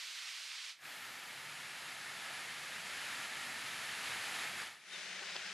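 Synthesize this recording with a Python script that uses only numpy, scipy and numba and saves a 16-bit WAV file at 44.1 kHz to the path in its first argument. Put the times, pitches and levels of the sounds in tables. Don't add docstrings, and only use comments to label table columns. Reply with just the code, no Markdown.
import sys
import numpy as np
from scipy import signal
from scipy.fft import rfft, irfft
from scipy.io import wavfile
from scipy.ndimage import uniform_filter1d
from numba import njit

SR = 44100
rng = np.random.default_rng(int(sys.argv[2]) if len(sys.argv) > 2 else 0)


def digitize_waveform(pressure):
    field = np.atleast_2d(pressure).T
    bounded = np.clip(field, -1, 1)
    quanta = np.round(bounded * 32767).astype(np.int16)
    wavfile.write(sys.argv[1], SR, quanta)


N = 244049
TIME = np.arange(N) / SR
FREQ = np.maximum(np.arange(N // 2 + 1) * SR / N, 1)

# (frequency [Hz], relative level [dB])
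TOWN_EQ = [(25, -30), (48, -33), (60, -20), (72, -8), (92, 1), (108, 0), (130, 3.5), (190, 3.5), (260, 2.5),
           (400, -20), (800, -43)]
# (time [s], centre [Hz], half-width [s], level [dB])
TOWN_SWELLS = [(2.798, 195, 0.045, -65.5), (3.504, 242, 0.04, -62.5), (4.1, 123, .041, -61)]
# (time [s], centre [Hz], bandwidth [Hz], half-width [s], level [dB], left minus right [dB])
OPENING_HISSES = [(0, 12750, 1000, .36, -72, -6), (.8, 12900, 1600, .5, -66.5, 0),
                  (4.8, 10000, 1900, 0.16, -63, -10)]
# (time [s], half-width [s], thud level [dB], crunch level [dB])
SHOE_CONTACTS = [(5.221, 0.014, -60.5, -66), (5.295, 0.04, -71, -51), (5.362, 0.0035, -57, -46),
                 (5.473, 0.02, -72, -50)]
# (pitch [Hz], level against the thud [dB], time to fall 60 dB [s])
SOLE_MODES = [(374, 4.5, .07), (800, 5, .04), (1240, -1, .05)]
# (frequency [Hz], relative level [dB])
GRAVEL_EQ = [(900, -4), (2000, 3), (3000, 2), (4000, -5), (5200, 5.5), (6500, -24), (13000, -28),
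             (15000, -60)]
# (time [s], centre [Hz], level before the band-pass [dB])
PEBBLE_SNAPS = [(5.3458, 3000, -42.5), (5.3603, 2200, -37), (5.3648, 3600, -33)]
# (frequency [Hz], relative level [dB])
ROCK_EQ = [(40, -60), (100, -54), (200, -42), (290, -35), (400, -26.5), (700, -17.5), (1200, -7),
           (2200, 1.5), (3300, 1), (4600, 0), (6500, -6), (9000, -12.5), (10500, -15.5), (11800, -23.5),
           (13300, -25), (15000, -48)]
POND_EQ = [(300, -13.5), (470, -14.5), (680, -6.5), (1060, -7), (1300, -2.5), (1480, -3), (1750, 0.5),
           (2300, -1.5), (3000, -4.5), (4700, -8.5), (5800, -13.5), (7000, -12.5), (9000, -17),
           (11000, -13.5), (12200, -23.5), (13500, -30.5), (15300, -42.5)]
PATH_EQ = [(115, -15.5), (220, -13), (290, -15.5), (390, -5.5), (480, -10.5), (620, -5.5), (1000, -8),
           (1500, 1.5), (1950, 4), (3000, 0.5), (4700, -4), (6500, -8), (10300, -20.5), (12200, -31),
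           (13300, -40), (14500, -62)]
# (time [s], half-width [s], gain [dB])
RUSH_SURGES = [(1.233, .04, -1), (1.73, .03, -0.2), (2.0, 0.018, -0.5), (2.3, 0.068, 0.5),
               (2.63, .05, -0.5), (3.11, 0.13, 1), (3.306, 0.028, -1.5), (3.722, 0.1, -0.4),
               (4.08, 0.041, 1.3), (4.393, 0.054, 0.7), (4.55, 0.064, -2)]
# (time [s], pitch [Hz], half-width [s], level against the rush [dB])
POND_GUSHES = [(1.3, 2150, .012, -5), (1.64, 1950, .025, -6), (2.075, 1780, .02, -6.5),
               (2.44, 2150, .015, -10), (2.765, 1780, .016, -5.5), (2.983, 1850, .03, -7),
               (3.13, 1850, .04, -7), (4.16, 1800, .08, -7.5), (4.453, 2150, 0.025, -4.5),
               (4.597, 1850, .025, -8)]
# (midpoint [s], length [s], gain of each spot at the midpoint [dB])
SPOT_CROSSFADES = [(.778, 0.15, -18), (4.787, 0.33, -18.5)]


def undb(db):
    return 10 ** (np.asarray(db) / 20)


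def unit_rms(x):
    return x / np.sqrt(np.mean(x ** 2))


def sides(pan_db):
    return undb(np.array([[pan_db], [-pan_db]]) / 2)


def bell(time, half_width):
    return np.exp(-.5 * ((TIME - time) / half_width) ** 2)


def drift(rate_hz):
    hold = int(SR / rate_hz)
    held = np.repeat(rng.standard_normal(N // hold + 1), hold)
    return unit_rms(uniform_filter1d(uniform_filter1d(held, hold), hold)[:N])


def narrow(x, hz, width_hz):
    return unit_rms(irfft(rfft(x) * np.exp(-2 * ((FREQ - hz) / width_hz) ** 2), N))


def noise_band(hz, width_hz):
    return narrow(rng.standard_normal(N), hz, width_hz)


def colour(x, eq):
    hz, db = np.transpose(eq)
    spectrum = rfft(x)
    envelope = np.sqrt(uniform_filter1d(np.abs(spectrum) ** 2, size=1500))
    curve = undb(np.interp(np.log(FREQ), np.log(hz), db))
    low_cut = np.minimum(FREQ / hz[0], 1) ** np.pi
    return unit_rms(irfft(spectrum / envelope * curve * low_cut, N))


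def widen(x, eq, wide_hz, pan_db, lead_ms):
    mid = rfft(x)
    side = rfft(colour(rng.standard_normal(N), eq)) * (FREQ / wide_hz) ** 0.84
    lead = np.exp(1j * np.pi * FREQ * lead_ms / 1000)
    return irfft(np.array([(mid + side) * lead, (mid - side) / lead]), N) * sides(pan_db)


def fade(crossfade, rising):
    midpoint, length, dip_db = crossfade
    past = (TIME - midpoint) / (length / 2)
    return undb(dip_db * np.maximum(1 - past if rising else 1 + past, 0))


def impacts(per_s, scatter_db):
    hits = (rng.random(N) < per_s / SR) * rng.standard_normal(N)
    return unit_rms(hits * undb(scatter_db * np.clip(rng.standard_normal(N), -2, 2)))


def town_rumble():
    return colour(rng.standard_normal(N), TOWN_EQ)


def town_swells():
    return sum(noise_band(hz, hz / 3) * undb(db) * bell(time, half_width)
               for time, hz, half_width, db in TOWN_SWELLS)


def motor_hum(hz=143, db=-73.5, waver_db=3):
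    phase = 2 * np.pi * np.cumsum(hz + drift(4.9)) / SR
    return np.sin(phase) * undb(db + waver_db * drift(4.05))


def hiss(time, hz, width_hz, half_width, db, pan_db):
    return noise_band(hz, width_hz) * bell(time, half_width) * undb(db) * sides(pan_db)


def bird(middle_s=4.931, length_s=.1, top_hz=3700, arch_hz=476, waver_hz=16):
    droop = np.minimum(((TIME - middle_s) / (length_s / 2)) ** 2, 1)
    hz = top_hz - arch_hz * droop + waver_hz * drift(200)
    whistle = np.sin(2 * np.pi * np.cumsum(hz) / SR)
    return whistle * (1 - droop) * undb(-50.5) * sides(pan_db=9)


def sole_knock(time, give_s):
    age = np.maximum(TIME - time, 0)
    attack = np.where(TIME < time, bell(time, give_s), 1)
    return attack * sum(undb(db - 60 * age / t60) * np.sin(2 * np.pi * hz * (TIME - time))
                        for hz, db, t60 in SOLE_MODES)


def shoe_on_gravel(give_s=.003):
    crunch = colour(impacts(per_s=11000, scatter_db=-1.0), GRAVEL_EQ)
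    crunch = widen(crunch, GRAVEL_EQ, wide_hz=14000, pan_db=1, lead_ms=.015)
    thud = undb(-2.5) * noise_band(520, 180) + undb(1.5) * noise_band(950, 550)
    out = np.zeros((2, N))
    for time, half_width, thud_db, crunch_db in SHOE_CONTACTS:
        out += undb(crunch_db) * crunch * bell(time, half_width)
        body = thud * bell(time, half_width + give_s) + sole_knock(time, give_s)
        out += undb(thud_db) * body * sides(pan_db=6)
    return out


def pebble_snaps(t60_s=0.015, range_hz=(500, 6000), left_lead_ms=0.039):
    snaps = np.zeros(N)
    for time, hz, db in PEBBLE_SNAPS:
        decay = undb(-60 * np.maximum(TIME - time, 0) / t60_s) * (TIME >= time)
        snaps += noise_band(hz, width_hz=3300) * undb(db) * decay
    snaps = signal.sosfilt(signal.butter(4, range_hz, "bandpass", fs=SR, output="sos"), snaps)
    lead = np.exp(1j * np.pi * FREQ * left_lead_ms / 1000)
    return irfft(rfft(snaps) * np.array([lead, 1 / lead]), N) * sides(pan_db=2)


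@njit
def bubble_rings(starts, pitches, cycles, gains, rise):
    out = np.zeros(N)
    for k in range(len(starts)):
        length = int(cycles[k] * SR / pitches[k]) + 1
        phase = 0.
        for i in range(min(length, N - starts[k])):
            age = i / length
            phase += 2 * np.pi * pitches[k] * (1 + rise * age) / SR
            out[starts[k] + i] += gains[k] * np.exp(-6.9 * age) * np.sin(phase)
    return out


def bubbles(hz, cycles, scatter_db, count=7000):
    when, smallness, life, force = rng.random((count, 4)).T
    starts = (when * N).astype(np.int64)
    pitches = np.clip(hz * (smallness / (1 - smallness)) ** .3, 350, 9000)
    gains = undb(-scatter_db * np.log(1 - .98 * force)) * np.sqrt(pitches / hz)
    return unit_rms(bubble_rings(starts, pitches, cycles * (.5 + life), gains, rise=0.15))


def water(eq, bubble_db, splash_db, surge_db):
    gurgle = bubbles(1898.5, cycles=51, scatter_db=1.5) * undb(bubble_db + 0.55 * drift(14))
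    splashes = impacts(per_s=14000, scatter_db=2) * undb(splash_db + 0.5 * drift(45))
    spray = rng.standard_normal(N)
    return colour(gurgle + splashes + spray, eq) * undb(surge_db * drift(30.04))


def gushes():
    cloud = bubbles(1912, cycles=110, scatter_db=1)
    return sum(narrow(cloud, hz, width_hz=640) * undb(db) * bell(time, half_width)
               for time, hz, half_width, db in POND_GUSHES)


def pond_reflection(x, delay_s=.00228, echo_db=-16, cutoff_hz=2200):
    echo = undb(echo_db) * np.exp(-2j * np.pi * FREQ * delay_s - (FREQ / cutoff_hz) ** 2)
    return unit_rms(irfft(rfft(x) * (1 + echo), N))


def path_spot(db=-46):
    stream = water(PATH_EQ, bubble_db=-9, splash_db=-2.5, surge_db=0)
    drone = noise_band(184, 45) * undb(-24)
    stream = widen(stream, PATH_EQ, wide_hz=14000, pan_db=3, lead_ms=0.0089)
    return (stream + drone) * undb(db)


def rock_spot(start_db=-46, ebb_db_per_s=0.8):
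    patter = water(ROCK_EQ, bubble_db=-14, splash_db=-8.5, surge_db=0.5)
    patter = widen(patter, ROCK_EQ, wide_hz=64500, pan_db=-2.5, lead_ms=-.003)
    rumble = town_rumble() * undb(-42 - 25 * TIME)
    return (patter + rumble) * undb(start_db - ebb_db_per_s * TIME)


def pond_spot(entry_db=-49, rise_db_per_s=1.9656):
    rush = pond_reflection(water(POND_EQ, bubble_db=-13, splash_db=-6, surge_db=0.22))
    rush *= undb(sum(db * bell(time, half_width) for time, half_width, db in RUSH_SURGES))
    rumble = town_rumble() * undb(-22.5 + 0.24 * drift(5.6))
    backdrop = motor_hum() + town_swells()
    entry_s = SPOT_CROSSFADES[0][0]
    build = undb(entry_db + rise_db_per_s * (TIME - entry_s))
    return (rush + gushes() + rumble) * build + backdrop


def scene():
    to_pond, to_path = SPOT_CROSSFADES
    rock_hiss, pond_hiss, path_hiss = (hiss(*row) for row in OPENING_HISSES)
    rock = (rock_spot() + rock_hiss) * fade(to_pond, rising=False)
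    pond = (pond_spot() + pond_hiss) * fade(to_pond, rising=True) * fade(to_path, rising=False)
    path = (path_spot() + path_hiss + bird()) * fade(to_path, rising=True)
    return rock + pond + path + shoe_on_gravel() + pebble_snaps()


def record(dry):
    fade_out_s, top_hz = 0.0023, 15400
    closing = np.minimum((TIME[-1] - TIME) / fade_out_s, 1)
    return signal.sosfilt(signal.ellip(8, .2, 70, top_hz, fs=SR, output="sos"), dry * closing)


dry = scene()
out = record(dry)
digitize_waveform(out)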